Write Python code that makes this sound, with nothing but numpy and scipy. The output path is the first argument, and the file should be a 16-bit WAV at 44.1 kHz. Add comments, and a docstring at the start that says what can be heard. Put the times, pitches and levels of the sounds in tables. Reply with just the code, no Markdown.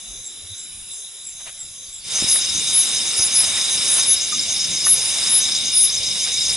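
"""Night in a plantation, first from a quiet spot: banded noise for hiss and chorus, a bush cricket trilling in
short sliding tones, faint bumps, two katydid buzzes (harmonics of a tooth rate), then two rough falling calls.
After two seconds a much louder spot fades in: denser noise beds, crickets chirping as gated, resonant noise,
and short katydid bursts to the end. Gritty noise brushes through leaves close by; damped ringing modes knock
and a few low swings bump the stereo microphone."""
import sys
import numpy as np
from scipy import signal
from scipy.fft import rfft, irfft
from scipy.io import wavfile
from scipy.ndimage import uniform_filter1d

SR = 44100
rng = np.random.default_rng(int(sys.argv[2]) if len(sys.argv) > 2 else 0)


def ratio(d):
    """dB to gain"""
    e = np.asarray(d, float) / 20
    return 10 ** e


def unload_audio(sound):
    """Save the sound as a 16-bit wav file, at the path given as the first command line argument."""
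    columns = np.transpose(np.atleast_2d(sound))
    # keep every value between -1 and 1, then stretch to whole-number steps
    steps = np.round(np.clip(columns, -1, 1) * 32767)
    wavfile.write(sys.argv[1], SR, steps.astype(np.int16))


N = 289296
T = np.arange(N) / SR
BIN_HZ = np.arange(N // 2 + 1) * SR / N


def unit(x):
    """Scale to rms 1."""
    return x / np.sqrt(np.mean(x ** 2))


def over_hz(table):
    """Gain at every spectrum bin, drawn through (Hz, dB) points on a log pitch axis."""
    hz, db = np.transpose(table)
    return ratio(np.interp(np.log(BIN_HZ + 1), np.log(hz), db))


def on_curve(rows):
    """Gain over time through (s, dB) rows, all but silent outside them."""
    s, db = np.transpose(rows)
    return ratio(np.interp(T, s, db, left=-99, right=-99))


def swells(rows):
    """Gain over time of bell-shaped (middle s, half length s, dB) rows."""
    return sum(ratio(db) * np.exp(-((T - middle) / half) ** 2) for middle, half, db in rows)


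def even_run(first, count, gap, db, step_db, scatter_db):
    """(s, dB) rows of evenly spaced sounds, stepping in level and each a little louder or softer."""
    sizes = rng.standard_normal(count)
    return [(first + k * gap, db + k * step_db + scatter_db * size) for k, size in enumerate(sizes)]


def walk(rate):
    """Slow random wander, spread 1, with about `rate` fresh values a second."""
    k = int(SR / rate)
    steps = np.repeat(rng.standard_normal(N // k + 1), k)
    return unit(uniform_filter1d(uniform_filter1d(steps, k), k)[:N])


def wing(x, hz, width_hz):
    """A wing as a steep resonance: one damped mode passed three times, at rms 1."""
    off = (BIN_HZ - hz) / width_hz
    return unit(irfft(rfft(x) / (1 + 2j * off) ** 3, N))


# Side against mid of wide sounds. Each row: pitch in Hz, gain of the side in dB.
SIDE_GAIN = [(60, -24.5), (190, -10.5), (500, -3), (1100, -4.5), (3600, -9), (6500, -7.5), (11000, -13)]


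def wide(mid, side):
    """Left and right from two unrelated sounds, the side shaped over pitch."""
    return mid + irfft(rfft(side) * over_hz(SIDE_GAIN), N) * np.array([[1], [-1]])


def panned(x, pan_db):
    """Place a sound by its level, left minus right in dB."""
    return x * ratio(np.array([[pan_db], [-pan_db]]) / 2)


def foliage(x, wet_db, t60):
    """Direct sound plus a decaying scatter from trunks and fronds, partly different at each ear."""
    t = T[:SR // 2]
    shared, left, right = rng.standard_normal((3, len(t))) * np.exp(-np.log(1000) * t / t60)
    tail = shared + 0.28 * np.array([left, right])
    tail = tail * ratio(wet_db) / np.sqrt(np.sum(tail ** 2, axis=1, keepdims=True))
    return x + signal.fftconvolve(x, tail, axes=1)[:, :N]


def air(shape, db, patchy_db):
    """Hiss of the night; countless faint singers come and go, so it is patchy in time and pitch."""
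    pair = [irfft(rfft(rng.standard_normal(N)) * over_hz(shape), N) for _ in range(2)]
    cells = signal.stft(np.array(pair), nperseg=512)[2]
    patches = rng.standard_normal(cells.shape[1:])
    patches = uniform_filter1d(patches, size=2, axis=0)  # over pitch
    patches = unit(uniform_filter1d(patches, size=18, axis=1))  # over time
    mid, side = signal.istft(cells * ratio(patchy_db * patches), nperseg=512)[1][:, :N]
    return ratio(db) * unit(wide(mid, side))


def chorus(rows):
    """Far singers as bands of wing-filtered noise, each throbbing at a wandering rate and level."""
    out = 0
    for hz, width_hz, pulse_hz, db in rows:
        pair = []
        for _ in range(2):
            beat = np.cumsum(pulse_hz * (1 + .15 * walk(3))) / SR
            wander = ratio(0.4 * walk(11) + 0.27 * walk(1.906))
            throb = (1 + 0.16 * np.cos(2 * np.pi * beat)) * wander
            pair.append(throb * wing(rng.standard_normal(N), hz, width_hz))
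        out = out + ratio(db) * wide(*pair)
    return out


# Swells of a slow singer. Each row: middle in seconds, half length in seconds, gain in dB.
SLOW_SWELLS = [(.16, .14, -42), (.56, .08, -46), (1.0, .08, -44), (1.41, .12, -44), (1.82, .11, -43)]


def slow_singer():
    """One band near 6.4 kHz opened by slow bells."""
    return swells(SLOW_SWELLS) * chorus([(6330, 750, 99, -1.9)])


# Tone of the quiet night air. Each row: pitch in Hz, relative density in dB per Hz.
QUIET_AIR_TONE = [(30, 0), (60, -1), (150, -1.5), (400, -9), (1200, -16), (2500, -8), (3300, 0),
                  (4350, -20), (5000, 0), (6000, 0), (8400, -5), (11000, -4)]
# Far singers at the quiet spot. Each row: wing pitch in Hz, width in Hz, mean pulse rate in Hz, gain in dB.
QUIET_SINGERS = [(10710, 1800, 400, -44), (5220, 1140, 30, -56), (7220, 1400, 35, -51.5),
                 (2300, 300, 13, -67)]


def quiet_bed():
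    """Thin, patchy air with far bands and the slow singer."""
    return air(QUIET_AIR_TONE, db=-45.5, patchy_db=4.6) + chorus(QUIET_SINGERS) + slow_singer()


# Tone of the louder night air. Each row: pitch in Hz, relative density in dB per Hz.
LOUD_AIR_TONE = [(30, -15), (65, -2), (160, -1.5), (400, -7), (1200, -13.5), (2400, -9), (4300, -5.5),
                 (6000, -1), (8300, -3), (11000, -1.5)]
# Far singers at the loud spot. Each row: wing pitch in Hz, width in Hz, mean pulse rate in Hz, gain in dB.
LOUD_SINGERS = [(2300, 500, 50, -44), (2840, 110, 20, -45), (3100, 90, 30, -47), (7310, 120, 40, -43.5),
                (5170, 1050, 50, -33.5), (6300, 700, 60, -39)]


def loud_bed():
    """Fuller, smoother air with more bands of far singers."""
    return air(LOUD_AIR_TONE, db=-30, patchy_db=2.7) + chorus(LOUD_SINGERS)


# Move between the spots. Each row: time in seconds, quiet bed gain in dB, loud bed gain in dB.
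SPOT_FADE = [(1.98, 5, -35), (2.05, 0, -5), (2.1, -10, -1), (2.16, -6, 4.5), (2.22, -40, 3.5)]


def beds():
    """The two spots joined by a short fade, each end of it held."""
    s, quiet_db, loud_db = np.transpose(SPOT_FADE)
    return ratio(np.interp(T, s, quiet_db)) * quiet_bed() + ratio(np.interp(T, s, loud_db)) * loud_bed()


# Treble at the loud spot. Each row: time in seconds, gain in dB.
TREBLE_GAIN = [(2.04, -45), (2.14, -33), (2.36, -29), (2.42, -37), (2.68, -30), (3.3, -34), (3.42, -27),
               (3.5, -30.5), (3.76, -32), (3.95, -24.5), (4.25, -39), (4.9, -36), (5.0, -31), (5.26, -30),
               (5.65, -38), (6.45, -36), (6.56, -29)]


def treble_hiss():
    """A thin hiss from one very broad band, riding up and down."""
    return on_curve(TREBLE_GAIN) * chorus([(9820, 7300, 31, 5.4)])


# Field crickets, one list for the quiet spot and one for the loud. Each row: time in seconds, gain in dB.
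FIELD_GAIN = [
    [(0, -40), (.4, -41), (.8, -43), (1, -47), (1.3, -47), (1.5, -44), (2.05, -44.5), (2.15, -60)],
    [(1.99, -60), (2.09, -32), (2.22, -26), (2.9, -25), (3.3, -29), (3.6, -24.5), (4.05, -25), (4.3, -27),
     (4.9, -29.5), (5.2, -26), (5.6, -25), (5.9, -27), (6.2, -27), (6.4, -24.5), (6.56, -25)],
]
# One that stands out at the quiet spot. Each row: middle in seconds, half length in seconds, gain in dB.
FIELD_SOLO = [(.52, .03, -46), (.92, .035, -44), (1.06, .04, -42), (1.2, .04, -44), (1.41, .06, -46),
              (1.82, .03, -50)]


def field_crickets():
    """Two throbbing bands near 3.7 kHz at each spot, ridden in level."""
    quiet_gain = on_curve(FIELD_GAIN[0]) + swells(FIELD_SOLO)
    quiet = quiet_gain * chorus([(3593, 330, 57, -4.0), (3850, 260, 85, -5.0)])
    loud = on_curve(FIELD_GAIN[1]) * chorus([(3618, 390, 110, -4.5), (3809, 260, 34, -4.0)])
    return quiet + loud


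# Bumps on the microphone. Each row: middle in seconds, level in dB, swing in Hz, length in seconds,
# share of rumble from 0 to 1.
MIC_BUMPS = [(.11, -40, 45, 0.052, 0.1), (.45, -43, 85, 0.038, .1), (.52, -37, 96, 0.037, .1),
             (2.225, -19, 230, 0.0048, 0.6), (2.245, -23, 131, 0.005, 0.46), (3.2, -34, 87.6, 0.015, 1),
             (6.51, -41, 40, .08, 0.5)]


def bumps():
    """Soft low pushes on the housing, alike on both channels: a swing plus its rumble."""
    out = 0
    low_pass = signal.butter(2, 450, fs=SR, output="sos")
    rumble = unit(signal.sosfilt(low_pass, rng.standard_normal(N)))
    for at, db, hz, length, share in MIC_BUMPS:
        t = T - at
        bell = np.exp(-(t / length) ** 2 * 4)
        out = out + ratio(db) * bell * (np.sin(2 * np.pi * hz * t) + share * rumble)
    return out


# Knocks of twigs and gear. Each row: start in seconds, level in dB, ring in Hz, ring time (60 dB) in seconds,
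# contact time in seconds.
TWIG_KNOCKS = [(1.465, -39, 680, .04, .002), (2.359, -22, 1900, .012, .0004),
               (3.578, -23, 1950, .025, .0006), (4.322, -11, 1220, .06, .015),
               (4.866, -19, 1200, .04, .0005), (4.867, -21, 1480, .035, .001),
               (4.867, -21, 1800, .03, .0005), (5.16, -31, 660, .09, .01), (6.276, -28, 1700, .02, .0005)]


def knocks():
    """A push that rings one damped mode; the shorter the contact, the more crack."""
    out = np.zeros(N)
    t = T[:SR // 5]
    for at, db, hz, t60, contact in TWIG_KNOCKS:
        decay = np.exp(-np.log(1000) * t / t60)
        ring = np.sin(2 * np.pi * hz * t) * decay * (1 - np.exp(-t / contact))
        crack = 0.00023 / contact * rng.standard_normal(len(t)) * np.exp(-t / 0.0014)
        i = int(at * SR)
        out[i:i + len(t)] += ratio(db) * (ring + crack)
    return foliage(panned(out, -.5), wet_db=-7, t60=.07)


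# Steady brushing. Each row: time in seconds, gain in dB.
BRUSHING = [(0.0, -50), (2.03, -55), (2.09, -38.5), (2.19, -30.5), (2.4, -36), (2.62, -40), (2.7, -34),
            (3.25, -33.5), (3.5, -30), (3.78, -32), (3.97, -27.5), (4.3, -44.5), (4.8, -40.5),
            (5.06, -33.5), (5.33, -29.5), (5.55, -39), (6.05, -51), (6.56, -39)]
# Single swipes of fronds. Each row: middle in seconds, half length in seconds, gain in dB.
FROND_SWIPES = [(1.41, .015, -44), (1.48, .02, -36), (2.36, .01, -35), (3.21, .02, -38), (3.43, .04, -38),
                (3.58, .015, -33), (3.985, .015, -32), (4.33, .01, -36), (4.51, .015, -36), (4.7, .06, -42),
                (4.875, .01, -33), (5.5, .025, -38), (6.165, .015, -36), (6.28, .03, -34), (6.52, .02, -42)]
# Tone of the leaves. Each row: pitch in Hz, relative density in dB per Hz.
LEAF_TONE = [(200, -16.5), (600, -3.5), (1500, -2.5), (3000, 2), (6000, -13), (9000, -1.5), (11000, -5.5)]


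def leaves():
    """Dense crackle of fronds against cloth: noise whose grains vary widely in size."""
    grain_db = np.minimum(2.46 * rng.exponential(size=(2, N)), 22)
    grit = rng.standard_normal((2, N)) * ratio(grain_db)
    mid, side = (unit(irfft(rfft(g) * over_hz(LEAF_TONE), N)) for g in grit)
    return (on_curve(BRUSHING) + swells(FROND_SWIPES)) * wide(mid, side)


# Two short falling calls. Each row: start in seconds, from Hz, to Hz, length in seconds, gain in dB.
FALLING_CALLS = [(1.84, 4900, 4400, .06, -47), (1.975, 5000, 4350, .07, -42)]


def falling_calls():
    """A rough scrape whose pitch falls: a gliding tone roughened by slow noise."""
    out = np.zeros(N)
    for start, from_hz, to_hz, length, db in FALLING_CALLS:
        t = T[:int(length * SR)]
        glide_hz = from_hz + (to_hz - from_hz) * t / length
        tone = np.sin(2 * np.pi * np.cumsum(glide_hz) / SR)
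        rough = unit(uniform_filter1d(rng.standard_normal(len(t)), size=100))
        i = int(start * SR)
        out[i:i + len(t)] = ratio(db) * np.sin(np.pi * t / length) * rough * tone
    return foliage(panned(out, 0), wet_db=1, t60=0.19)


def cricket(rows, hz, width_hz, length, pulse_hz, depth, pan_db):
    """Bell-shaped bursts of scraping through a wing resonance; inside a burst the strokes pulse."""
    gate = np.zeros(N)
    for at, db in rows:
        span = slice(int((at - 3 * length) * SR), int((at + 3 * length) * SR))
        t = T[span] - at
        gate[span] += ratio(db) * np.exp(-(t / length) ** 2) * (1 + depth * np.cos(2 * np.pi * pulse_hz * t))
    scrape = wing(rng.standard_normal(N), hz, width_hz)
    return foliage(panned(gate * scrape, pan_db), wet_db=-10, t60=.13)


# Phrases of the steady cricket. Each row: middle of first chirp in seconds, count of chirps, gap in seconds,
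# mean gain of the first chirp in dB.
CHIRP_PHRASES = [(2.172, 7, .1302, -22.3), (3.082, 6, .1295, -21.5), (3.886, 5, .116, -22.5),
                 (4.513, 5, .117, -23), (5.132, 2, .138, -25.5), (5.427, 3, .123, -23.5),
                 (5.829, 3, .1215, -24.5), (6.22, 3, .1245, -23.5)]
# Strokes of the lower crickets. Each row: middle of first stroke in seconds, count of strokes,
# mean gain of the first stroke in dB.
STROKE_GROUPS = [(2.209, 4, -24), (2.421, 3, -23), (2.977, 2, -24.5), (3.152, 3, -23.5), (3.366, 3, -22),
                 (3.576, 3, -23.5), (3.789, 3, -23), (3.998, 2, -21.5), (4.168, 2, -24), (4.396, 2, -22),
                 (4.567, 3, -22), (4.777, 3, -22), (4.98, 3, -24), (5.095, 1, -27), (5.195, 3, -23.5),
                 (5.357, 2, -25), (5.445, 4, -24), (5.61, 3, -25.5), (5.737, 4, -25.5), (5.9, 1, -24),
                 (5.979, 1, -26), (6.038, 3, -24), (6.165, 4, -25), (6.385, 4, -22.5)]


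def crickets():
    """Chirps in phrases, strokes in small groups with lone ones from farther off, and a thin even tick."""
    chirps, strokes = [], []
    for first, count, gap, db in CHIRP_PHRASES:
        chirps += even_run(first, count, gap, db, step_db=-.6, scatter_db=1.1)
    for first, count, db in STROKE_GROUPS:
        strokes += even_run(first, count, .0385, db, step_db=.2, scatter_db=1.1)
    waits, sizes = rng.exponential(size=(80, 2)).T
    stray_times = 2.1 + np.cumsum(waits) / 6  # about six a second
    strays = [(at, -33 - 3 * size) for at, size in zip(stray_times, sizes) if at < T[-1]]
    ticks = even_run(2.118, count=47, gap=.0959, db=-29.5, step_db=0, scatter_db=2.0)
    return (cricket(chirps, 6270, 970, length=0.033, pulse_hz=63.4, depth=0.2, pan_db=.5)
            + cricket(strokes + strays, 5143, 800, length=0.013, pulse_hz=90, depth=0.11, pan_db=0.96)
            + cricket(ticks, 7100, 840, length=0.016, pulse_hz=90, depth=.1, pan_db=1.0))


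def bush_cricket():
    """Each trill at the quiet spot: a lone pulse, then quick pulses that slide down in pitch and die away."""
    out = np.zeros(N)
    t = np.arange(-.005, .005, 1 / SR)
    bell = np.exp(-(t / 0.0027) ** 2)
    for start, db in even_run(.233, count=6, gap=.3373, db=-27.5, step_db=0, scatter_db=.8):
        for k, (late, size) in enumerate(rng.standard_normal((12, 2))):
            # one pulse place is skipped after the first
            at = start + 0.0059 + .0063 * (k + (k > 0)) + 0.00089 * late
            hz = 7370 + 330 * np.exp(-(k / 3.1) ** 2) + 40 * size
            pulse_db = db - 0.13 * k ** 2 + 2.0 * size
            i = int(at * SR)
            out[i:i + len(t)] += ratio(pulse_db) * bell * np.sin(2 * np.pi * hz * t)
    return foliage(panned(out, 0.55), wet_db=-5, t60=.2)


# Katydid bursts. Each row: singer, start in seconds, length in seconds, tooth rate in Hz at full swell,
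# wing pitch in Hz at the start, direct gain in dB before the swell.
KATYDID_BURSTS = [("quiet", .66, .2, 355.4, 9800, -38), ("quiet", .80, .28, 354.6, 10200, -40),
                  ("far", 2.275, .135, 368.6, 10100, -17), ("near", 2.27, .11, 364.7, 10500, -15.5),
                  ("near", 2.725, .11, 361.8, 9900, -11), ("far", 3.16, .065, 368.2, 10000, -18),
                  ("far", 3.19, .1, 367.2, 10200, -19), ("near", 3.33, .105, 361.8, 9900, -12.5),
                  ("far", 3.685, .095, 367.6, 10200, -25), ("far", 3.87, .15, 366.4, 9700, -18.5),
                  ("near", 4.06, .1, 362.7, 9800, -11), ("far", 4.25, .09, 368, 10200, -30),
                  ("far", 4.50, .1, 368.0, 10100, -29), ("near", 4.845, .115, 362.9, 10400, -9.5),
                  ("far", 4.995, .135, 370.7, 10200, -24), ("near", 5.285, .13, 360.4, 9800, -13),
                  ("far", 5.72, .115, 366.9, 9300, -17), ("near", 5.765, .12, 359.5, 9600, -12.5),
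                  ("far", 6.17, .12, 368, 10200, -31)]
# Each singer by name: share of the burst spent swelling, wing pitch in Hz reached midway through the fall,
# left minus right in dB.
KATYDID_SINGERS = {"near": (.6, 10750, 3), "far": (.42, 10300, 0), "quiet": (.4, 9700, 1)}


def katydids():
    """A file of teeth struck at a barely slowing rate rings the wing: harmonics under a gliding resonance."""
    out = np.zeros((2, N))
    order = np.arange(23, 32)[:, None]
    for singer, start, length, rate_hz, from_hz, db in KATYDID_BURSTS:
        share, to_hz, pan_db = KATYDID_SINGERS[singer]
        full, end = start + share * length, start + length
        span = slice(int(start * SR), int(end * SR))
        t = T[span]
        swell = np.interp(t, [start, full, end - .02, end - .012, end], [0, 1, .55, .08, 0])
        swell = swell ** .7  # lifts the softer parts
        wing_hz = np.interp(t, [start, (full + end) / 2], [from_hz, to_hz])
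        ring = 1 / (1 + 1j * (order * rate_hz - wing_hz) / 900) ** 4
        # paths through the leaves favour some harmonics, and the favour shifts during the burst
        first_db, last_db = 2.5 * rng.standard_normal((2, *order.shape))
        ring = ring * ratio(first_db + (last_db - first_db) * (t - start) / (end - start))
        phase = 2 * np.pi * np.cumsum(rate_hz * (1 - .02 * (t - full))) / SR
        buzz = unit(np.real(ring * np.exp(1j * order * phase)).sum(axis=0))
        out[:, span] += panned(ratio(db) * swell * buzz, pan_db)
    return foliage(out, wet_db=-8, t60=0.18)


def scene():
    """The beds of both spots, with every singer, brush, knock and bump on top."""
    background = beds() + treble_hiss() + field_crickets()
    handling = bumps() + knocks() + leaves()
    singers = falling_calls() + crickets() + bush_cricket() + katydids()
    return background + handling + singers


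# Left port against the right. Each row: pitch in Hz, phase in radians.
LEFT_PHASE = [(0, -0.43), (690, -0.29), (1980, -0.66), (5510, -0.67), (7410, -0.46), (11800, -0.31)]


def microphone_ports(x):
    """The two ports differ a little in phase, by an amount that depends on pitch."""
    hz, lead = np.transpose(LEFT_PHASE)
    turn = np.exp(1j * np.interp(BIN_HZ, hz, lead))
    return np.array([irfft(rfft(x[0]) * turn, N), x[1]])


def top_cut(x):
    """Nothing passes above the cut-off."""
    return signal.sosfilt(signal.butter(12, 12270, fs=SR, output="sos"), x)


def record(dry):
    """The stereo microphone, with the top cut steeply near 11 kHz and peaks clipped at full scale."""
    ports = microphone_ports(dry)
    steep_cut = signal.ellip(12, .2, 75, 10960, fs=SR, output="sos")
    mix = np.clip(signal.sosfilt(steep_cut, ports), -1, 1)
    return top_cut(mix)


dry = scene()
out = record(dry)
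unload_audio(out)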